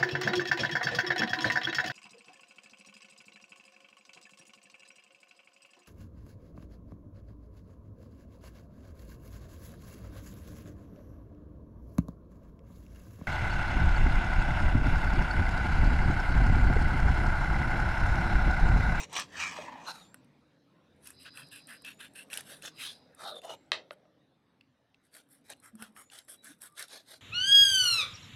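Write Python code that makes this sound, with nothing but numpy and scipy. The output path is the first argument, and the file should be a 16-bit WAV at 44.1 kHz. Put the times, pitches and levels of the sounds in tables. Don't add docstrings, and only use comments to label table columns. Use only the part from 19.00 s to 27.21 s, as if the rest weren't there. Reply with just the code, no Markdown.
import sys
import numpy as np
from scipy import signal
from scipy.fft import rfft, irfft, next_fast_len
from scipy.io import wavfile
from scipy.ndimage import uniform_filter1d

SR = 44100
rng = np.random.default_rng(int(sys.argv[2]) if len(sys.argv) > 2 else 0)


def amplitude_ratio(level_db):
    exponent = np.asarray(level_db, float) / 20
    return 10 ** exponent


def output_pcm(signal):
    pcm = np.clip(np.atleast_2d(signal).T, -1, 1) * 32767
    wavfile.write(sys.argv[1], SR, np.round(pcm).astype(np.int16))


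N = 362042

# (crest [s], swell [s], fade [s], scale fizz [dB], flesh rasp [dB], blade rasp [dB])
STROKES = [(0.022, 0.041, 0.044, -63, -51, -62), (.19, 0.091, 0.073, -60, -45.5, -43),
           (.425, 0.13, 0.14, -69, -39.5, -44), (.51, 0.055, 0.16, -77, -54.5, -54),
           (.62, 0.086, 0.17, -82, -78, -61), (.74, 0.3, 0.34, -105, -57, -60.5),
           (0.893, 0.033, 0.034, -57.5, -46, -48), (0.949, 0.069, .17, -64, -58, -59),
           (2.074, 0.07, 0.11, -59.5, -64.5, -70), (2.225, 0.043, .06, -64, -78, -63.5),
           (2.272, .03, .03, -72, -56, -51.5), (2.391, 0.068, 0.077, -56, -52, -55),
           (2.543, 0.039, 0.089, -56.5, -61.5, -55), (2.71, .042, 0.081, -57.5, -49.5, -57.5),
           (2.87, 0.031, .075, -59, -55.5, -49), (3.024, 0.039, 0.069, -57, -56, -51.5),
           (3.173, 0.027, 0.078, -56, -58.5, -53), (3.338, 0.041, 0.1, -51.5, -54, -51),
           (3.525, 0.12, 0.11, -51, -56, -55), (3.667, 0.052, 0.041, -54, -49.5, -46),
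           (3.838, 0.084, 0.14, -47.5, -59, -41.5), (4.232, 0.074, 0.14, -60, -47.5, -55),
           (4.297, 0.071, 0.071, -65, -67, -44.5), (4.375, 0.033, .03, -64.5, -58, -49.5),
           (4.455, 0.037, 0.043, -66, -71, -60), (4.515, .04, .05, -62.5, -63, -53.5),
           (4.925, 0.016, 0.02, -69, -61, -70), (6.063, 0.042, 0.031, -78.5, -79, -85),
           (6.17, 0.06, 0.068, -59.5, -61.5, -62), (6.334, 0.053, 0.081, -64, -77.5, -79.5),
           (6.47, 0.034, 0.081, -70.5, -69.5, -74), (6.515, 0.025, 0.021, -62.5, -57, -55.5),
           (6.66, 0.046, 0.054, -58, -54.5, -73.5), (6.831, 0.071, 0.079, -58, -55, -62),
           (6.992, 0.048, 0.071, -57, -56.5, -68.5), (7.146, 0.046, 0.094, -59, -58, -63),
           (7.303, 0.026, .07, -53.5, -62.5, -65.5), (7.467, 0.045, 0.095, -55.5, -57.5, -62),
           (7.635, 0.032, 0.063, -51.5, -58, -64), (7.812, 0.061, 0.058, -48.5, -48, -49.5),
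           (7.942, 0.074, 0.1, -57, -58, -51), (8.123, 0.075, 0.076, -58, -59.5, -53.5)]
# (time [s], board [Hz], flesh [Hz], blade [Hz], firmness of contact [0-1],
# skin swish over blade [dB], board rumble over blade [dB])
PLACE = [(0, 730, 1876, 2414, 0.061, 18, 16.5), (.2, 970, 1664, 2900, 0.012, 5, 2.5),
         (.42, 1250, 1794, 2444, 0.11, 4, 1), (.58, 900, 1740, 2500, 0.17, 0, 3.5),
         (.66, 948, 1865, 2486, 0.69, -1, 8), (.76, 880, 1860, 2480, 1, -16, 11),
         (.86, 910, 1875, 2480, 0.53, 12, 11.5), (.866, 1000, 1299, 4150, 0.65, -1, 5.5),
         (1.07, 730, 1313, 3630, 0.43, -10, -5), (2.1, 605, 1547, 2560, 0.11, 7, -8),
         (2.2, 600, 1573, 2620, 0.57, -23, -22), (3.27, 705, 1665, 2667, 0.55, -15.5, -30),
         (3.35, 656, 1740, 2910, 0.014, 1, -5), (3.67, 590, 1678, 3200, 0.017, -7.5, -9.5),
         (3.8, 865, 1768, 2740, .02, -12, -45), (3.95, 810, 1660, 3870, 0.64, -10, -14),
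         (4.23, 760, 1315, 3700, 0.2, -4.5, -4), (4.32, 600, 1268, 3790, 1, -56, -5),
         (4.4, 600, 1183, 3500, 0.96, -27, 1.5), (4.44, 600, 1212, 3000, 0.3, -0.5, 13.5),
         (4.54, 646, 1211, 2873, .4, -3, 3.5), (4.92, 620, 1400, 3005, 0.25, -19.5, 12),
         (6.1, 600, 1655, 3400, 0.019, -4.5, -9), (6.5, 633, 1740, 3740, 0.23, -1, 0.5),
         (6.66, 700, 1550, 3300, 0.79, 4, -5), (6.8, 900, 1246, 2800, 0.14, -5.5, -5),
         (7.2, 640, 1472, 3100, 0.062, 2.5, -2.5), (7.8, 648, 1510, 3460, 0.014, -2.5, -14),
         (7.95, 600, 1650, 3960, 0.11, -7, -5), (8.21, 620, 1492, 4120, 0.087, -7.5, -10.5)]
# (frequency [Hz], density [dB])
SCALES_SPECTRUM = [(3240, -37.5), (5500, -3), (5980, -23.5), (6820, -25), (7480, -3), (8640, 3.5),
                   (9730, 1), (10700, 2.5), (12900, -8), (13900, -19.5), (15000, -25), (15700, -31.5)]
# (frequency [Hz], density [dB])
SKIN_SPECTRUM = [(590, -38), (1000, -5), (1520, -8.5), (1680, -6.5), (2380, -2.5), (4580, -10),
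                 (5840, -3.5), (8500, -12.5), (11000, -69), (18700, -120)]
# (time [s], ring level [dB], ring frequency [Hz], treble crack level [dB])
SNAPS = [(0.129, -51.5, 2855, -43), (0.1639, -22.5, 2340, -43.5), (0.1872, -25, 1180, -52.5),
         (0.1983, -31, 1790, -37), (0.3255, -56, 1810, -61), (0.416, -31.5, 1790, -61),
         (0.471, -37, 1620, -58), (1.1435, -42, 1514, -45.5), (1.245, -80, 1500, -65),
         (2.072, -45, 2570, -38), (2.1041, -48, 1690, -42.5), (2.373, -36, 2620, -46),
         (2.4712, -50.5, 3980, -67), (2.6715, -63, 4100, -45), (2.8206, -58, 1080, -51),
         (2.8482, -40, 2680, -48), (3.136, -75, 1650, -56.5), (3.1595, -47, 3120, -49.5),
         (3.301, -42, 2520, -51), (3.3306, -28, 2660, -35), (3.3387, -34, 3520, -34),
         (3.3737, -28, 3010, -29.5), (3.4074, -41, 1790, -38), (3.6221, -40, 2720, -44),
         (3.6509, -36.5, 1770, -57), (4.1484, -69, 1210, -53), (4.4175, -48.5, 2720, -56),
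         (4.4524, -62, 1210, -48.5), (5.6096, -49, 2680, -91.5), (5.9443, -51.5, 2700, -96),
         (6.1404, -51, 4540, -54.5), (6.1663, -49, 1730, -46), (6.5007, -40, 1650, -36.5),
         (6.534, -47, 2800, -54), (6.6, -64, 4070, -54), (6.7535, -58, 1280, -51),
         (6.8232, -32.5, 1430, -36.5), (6.9636, -46.5, 1800, -58.5), (7.1, -47, 2800, -67),
         (7.188, -41, 3880, -44), (7.249, -73, 1250, -59), (7.284, -51, 1800, -54), (7.444, -64, 1450, -45),
         (7.6187, -50, 1740, -39), (7.7942, -40.5, 1750, -34), (7.8078, -34.5, 1780, -61),
         (7.8251, -34, 4040, -37), (7.8825, -49, 3660, -48), (8.1404, -47.5, 1540, -71)]
# (time [s], level [dB], sharpness [dB/octave], yard echo over hit [dB])
KNOCKS = [(.5865, -30, -8.5, -9.5), (4.7183, -12, 6.5, -6.5), (4.9079, -29.5, -1.5, -20.5),
          (5.054, -55, -6.5, -13)]
# (frequency [Hz], level before sharpness [dB], t60 [s])
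WOOD_MODES = [(600, -5, 0.045), (1259, 2.5, 0.011), (2028, 10.5, 0.0042), (2570, 0.5, 0.0093),
              (3200, 1.5, 0.0076), (3700, -7, 0.013), (3860, -7, 0.0091), (6130, -20, 0.0045),
              (7200, -26.5, 0.0068), (8700, -26, 0.0033), (11000, -33.5, 0.0031)]
# (frequency [Hz], t60 [s])
YARD_DECAY = [(300, 0.69), (1000, 0.17), (3000, 0.17), (6000, 0.18), (12000, 0.083)]
# (start [s], length [s], from [Hz], to [Hz], level [dB])
SQUEAKS = [(1.69, .2, 1035, 1070, -74), (6.55, .1, 4090, 4150, -79), (7.35, .11, 3930, 3870, -69),
           (7.66, .12, 1170, 1200, -68)]
# (start [s], length [s], level [dB])
WHISTLES = [(.93, .29, -70.5), (2.87, 0.31, -75), (4.35, .36, -75), (6.95, 0.38, -71.5)]
# (frequency [Hz], width [Hz], level [dB])
INSECT_PEAKS = [(4010, 240, 0.5), (4470, 220, -6), (4950, 230, 1.5)]
# (time [s], level [dB])
BUZZES = [
    [(2.13, -73), (2.19, -59.5), (2.87, -64.5)],
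    [(3.69, -71), (3.85, -52), (4.22, -91)],
]
BOOM = 6.722, .33, 224, 208, -41
# (start [s], length [s], from [Hz], to [Hz], level [dB])
HUMS = [(0, .86, 89, 83, -65), (.1, .76, 180, 170, -62), (1.8, .62, 77, 88, -72), (2.36, .2, 149, 150, -62),
        (7.47, .085, 284, 276, -59)]
# (time [s], level [dB])
TRAFFIC = [
    [(0.0, -59), (0.476, -62.5), (0.674, -59), (0.86, -61.5)],
    [(0.87, -64.5), (1.28, -65.5), (1.48, -68), (3.75, -64), (4.1, -68), (4.58, -67.5), (5.05, -71.5),
     (5.79, -76), (6.75, -71.5), (6.89, -70.5), (7.26, -72.5), (7.53, -71.5), (7.91, -76.5), (8.2, -75)],
]
# (frequency [Hz], density [dB])
RUMBLE_SPECTRUM = [(15, -60), (25, -28.5), (141, -2.5), (227, -5.5), (267, -0.5), (382, -12), (554, -17),
                   (600, -18), (780, -48.5), (1320, -120)]
# (frequency [Hz], density [dB])
LEAVES_SPECTRUM = [(250, -18), (500, 3), (1000, -4), (2000, -8), (3200, -13.5), (3750, -9.5), (4400, -16.5),
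                   (6200, -21), (6700, -28), (9000, -28.5), (12000, -30), (13500, -37.5), (16000, -38.5)]
# (time [s], level [dB])
RUSTLE = [(0, -66), (.86, -60.5), (.9, -66.5), (1.5, -74), (3.5, -67.5), (4.6, -71), (5.3, -77),
          (8.21, -77.5)]


def sawing():
    slips = grit(per_s=9000, spread_db=0.7, lumpy_db=2.2)
    fine = grit(per_s=20000, spread_db=1, lumpy_db=1.9)
    board_hz, flesh_hz, blade_hz, firm, skin_db, board_db = (
        spread([PLACE], column=k, rest=0) for k in range(1, 7))
    firm = np.clip(firm, 0, 1)
    board = contact(slips, fine, board_hz, firm, firm_width_hz=180, soft_width_hz=550)
    flesh = contact(slips, fine, flesh_hz, firm, firm_width_hz=413, soft_width_hz=900)
    blade = contact(slips, fine, blade_hz, firm, firm_width_hz=258, soft_width_hz=1660)

    fizz_gain = stroke_gain(column=3, lead=0.12)
    flesh_gain = stroke_gain(column=4, lead=0.056)
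    blade_gain = stroke_gain(column=5, lead=0, hold=1.414)
    edge = blade + amplitude_ratio(skin_db) * colour(slips, SKIN_SPECTRUM) + amplitude_ratio(board_db) * board
    rasp = blade_gain * edge + flesh_gain * flesh + fizz_gain * colour(fine, SCALES_SPECTRUM)

    resting_gain = uniform_filter1d(fizz_gain, size=9000)
    rasp = rasp + amplitude_ratio(-23.5) * resting_gain * colour(grit(3000, 3, 3.2), SCALES_SPECTRUM)
    rasp = rasp + amplitude_ratio(-20) * resting_gain * colour(grit(25, 4, 1.5), SCALES_SPECTRUM)
    rasp = highpass(rasp, order=3, hz=250)
    return patchy(rasp, size=512, wide=3, long=30, depth_db=3.5)


def contact(slips, fine, hz, firm, firm_width_hz, soft_width_hz):
    firm_part = np.sqrt(firm) * band(slips, hz, firm_width_hz)
    return firm_part + np.sqrt(1 - firm) * band(fine, hz, soft_width_hz)


def grit(per_s, spread_db, lumpy_db):
    size = amplitude_ratio(spread_db * np.minimum(rng.exponential(1, N), 5)) * rng.standard_normal(N)
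    clumps = uniform_filter1d(uniform_filter1d(rng.standard_normal(N), size=200), size=200)
    return evened(size * (rng.random(N) < per_s / SR) * amplitude_ratio(lumpy_db * evened(clumps)))


def stroke_gain(column, lead, hold=1):
    edge_db, bite_s = -31, 0.12
    out = np.zeros(N)
    for row in STROKES:
        crest_s, swell_s, fade_s = row[:3]
        power = np.clip(hold * bite_s / swell_s, 1.3, 6)
        lead_s = lead * swell_s
        crest_s, swell_s, fade_s = crest_s - lead_s, swell_s - lead_s, fade_s + lead_s
        first = max(round((crest_s - 2 * swell_s) * SR), 0)
        last = min(round((crest_s + 2 * fade_s) * SR), N)
        at = np.arange(first, last)
        t = at / SR - crest_s
        away = abs(t / np.where(t < 0, swell_s, fade_s))
        out[at] += amplitude_ratio(row[column] + edge_db * away ** power)
    return out


def snaps():
    ring_t60_s, crack_t60_s, onset_s = 0.018, 0.017, 0.0005
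    out, t = np.zeros(N), np.arange(2000) / SR
    onset = np.sin(np.pi / 2 * np.minimum(t / onset_s, 1)) ** 2
    for s, ring_db, hz, crack_db in SNAPS:
        rattle, hiss = rng.standard_normal((2, len(t)))
        ring = np.sin(2 * np.pi * hz * t) + 0.45 * band(rattle, 1.09 * hz, 2300)
        ring = amplitude_ratio(ring_db - 60 * t / ring_t60_s) * ring
        crack = amplitude_ratio(crack_db - 60 * t / crack_t60_s) * colour(hiss, SCALES_SPECTRUM)
        add(out, s, onset * (ring + crack))
    return out


def knocks():
    out, t = np.zeros(N), np.arange(SR // 2) / SR
    onset = np.sin(np.pi / 2 * np.minimum(t / 0.00041, 1)) ** 2
    for s, db, tilt_db, echo_db in KNOCKS:
        hit = np.zeros(len(t))
        for hz, mode_db, t60_s in WOOD_MODES:
            decay_db = mode_db + tilt_db * np.log2(hz / 2000) - 60 * t / t60_s
            hit += amplitude_ratio(decay_db) * np.sin(2 * np.pi * hz * t)
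        hit *= onset
        add(out, s, amplitude_ratio(db) / abs(hit).max() * (hit + amplitude_ratio(echo_db) * yard(hit)))
    return highpass(out, order=4, hz=300)


def yard(x):
    t = np.arange(SR // 2) / SR
    noise = rng.standard_normal(len(t)) * np.clip(t / 0.013, 0, 1)
    hz, at_s, z = signal.stft(noise, SR, nperseg=256)
    decay = amplitude_ratio(-60 * at_s / read(YARD_DECAY, hz)[:, None])
    tail = signal.istft(z * decay, SR, nperseg=256)[1]
    return signal.fftconvolve(x, tail / np.linalg.norm(tail))[:len(x)]


def squeaks():
    out = np.zeros(N)
    for row in SQUEAKS:
        add(out, *tone(*row, arch, width_hz=90, fuzz=1.1))
    return out


def whistles():
    out = np.zeros(N)
    for start_s, length_s, db in WHISTLES:
        add(out, *tone(start_s, length_s, 6590, 7850, db, lambda u: -15 * u ** 3, width_hz=150, fuzz=2.2))
    return out


def insect(per_s, jitter):
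    wander = evened(uniform_filter1d(rng.standard_normal(N), size=500))
    turns = np.cumsum(per_s * (1 + jitter * wander)) / SR
    clicks = np.exp(-(turns % 1) / 0.9) * rng.standard_normal(N)
    gain = uniform_filter1d(amplitude_ratio(spread(BUZZES, column=1, rest=-120)), size=600)
    return gain * body(clicks, INSECT_PEAKS)


def boom():
    out = np.zeros(N)
    add(out, *tone(*BOOM, throb, width_hz=50, fuzz=0.55))
    return out


def hums():
    out = np.zeros(N)
    for row in HUMS:
        add(out, *tone(*row, arch, width_hz=30, fuzz=1.9))
    return out


def air():
    rumble = colour(rng.standard_normal(N), RUMBLE_SPECTRUM)
    rumble = patchy(rumble, size=4096, wide=3, long=8, depth_db=3.5)
    rustle = colour(rng.standard_normal(N), LEAVES_SPECTRUM)
    rustle = patchy(rustle, size=1024, wide=8, long=14, depth_db=3.25)
    traffic_gain = uniform_filter1d(amplitude_ratio(spread(TRAFFIC, column=1, rest=-85)), size=400)
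    rustle_gain = amplitude_ratio(spread([RUSTLE], column=1, rest=-88.5))
    return traffic_gain * rumble + rustle_gain * rustle


def tone(start_s, length_s, from_hz, to_hz, db, shape_db, width_hz, fuzz):
    u = np.arange(0, length_s, 1 / SR) / length_s
    hz = from_hz + (to_hz - from_hz) * u
    blur = band(rng.standard_normal(len(u)), hz, width_hz)
    sine = np.sqrt(2) * np.sin(2 * np.pi * np.cumsum(hz) / SR)
    sound = amplitude_ratio(db + shape_db(u)) * evened(sine + fuzz * blur)
    return start_s, sound * signal.windows.tukey(len(u), 0.1)


def arch(u):
    return -16 * (2 * u - 1) ** 2


def throb(u):
    rise, fade_db, throbs, throb_db = 0.075, -38, 4.2, -8
    fade = fade_db * (u + np.exp(-2 * u / rise))
    return fade + throb_db * np.sin(np.pi * throbs * (u - rise)) ** 2


def evened(x):
    return x / np.sqrt(np.mean(x ** 2) + 1e-20)


def read(points, hz):
    f, value = np.transpose(points)
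    return np.interp(np.log(hz + 1), np.log(f + 1), value)


def colour(x, points):
    size = next_fast_len(len(x))
    gain = amplitude_ratio(read(points, np.fft.rfftfreq(size, 1 / SR)))
    return evened(irfft(rfft(x, size) * gain, size)[:len(x)])


def highpass(x, order, hz):
    return signal.sosfilt(signal.butter(order, hz, "high", fs=SR, output="sos"), x)


def resonate(x, hz, width_hz):
    turn = np.exp(2j * np.pi * np.cumsum(hz * np.ones(len(x))) / SR)
    r = np.exp(-np.pi * width_hz / SR)
    return 2 * (turn * signal.lfilter([1 - r], [1, -r], x / turn)).real


def band(x, hz, width_hz):
    return evened(resonate(resonate(x, hz, width_hz), hz, width_hz))


def body(x, peaks):
    return evened(sum(amplitude_ratio(db) * band(x, hz, width_hz) for hz, width_hz, db in peaks))


def patchy(x, size, wide, long, depth_db):
    z = signal.stft(x, nperseg=size, noverlap=size * 3 // 4)[2]
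    patches = uniform_filter1d(rng.standard_normal(z.T.shape), wide, axis=1)
    patches = uniform_filter1d(patches, long, axis=0).T
    return signal.istft(z * amplitude_ratio(depth_db * evened(patches)), nperseg=size, noverlap=size * 3 // 4)[1][:N]


def spread(tables, column, rest):
    out = np.full(N, float(rest))
    for rows in tables:
        s, value = np.transpose(rows)[[0, column]]
        at = np.arange(round(s[0] * SR), min(round(s[-1] * SR), N))
        out[at] = np.interp(at / SR, s, value)
    return out


def add(mix, s, sound):
    part = mix[round(s * SR):][:len(sound)]
    part += sound[:len(part)]


def scene():
    cutting = sawing() + snaps()
    mix = cutting + amplitude_ratio(-20.5) * yard(cutting) + knocks()
    mix = mix + squeaks() + whistles() + insect(per_s=150, jitter=0.23)
    mix = mix + boom() + hums() + air()
    return mix[None]


def band_limit(x):
    return signal.sosfilt(signal.butter(12, 16020, fs=SR, output="sos"), x)


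def record(dry):
    return band_limit(dry)


dry = scene()
out = record(dry)
output_pcm(out)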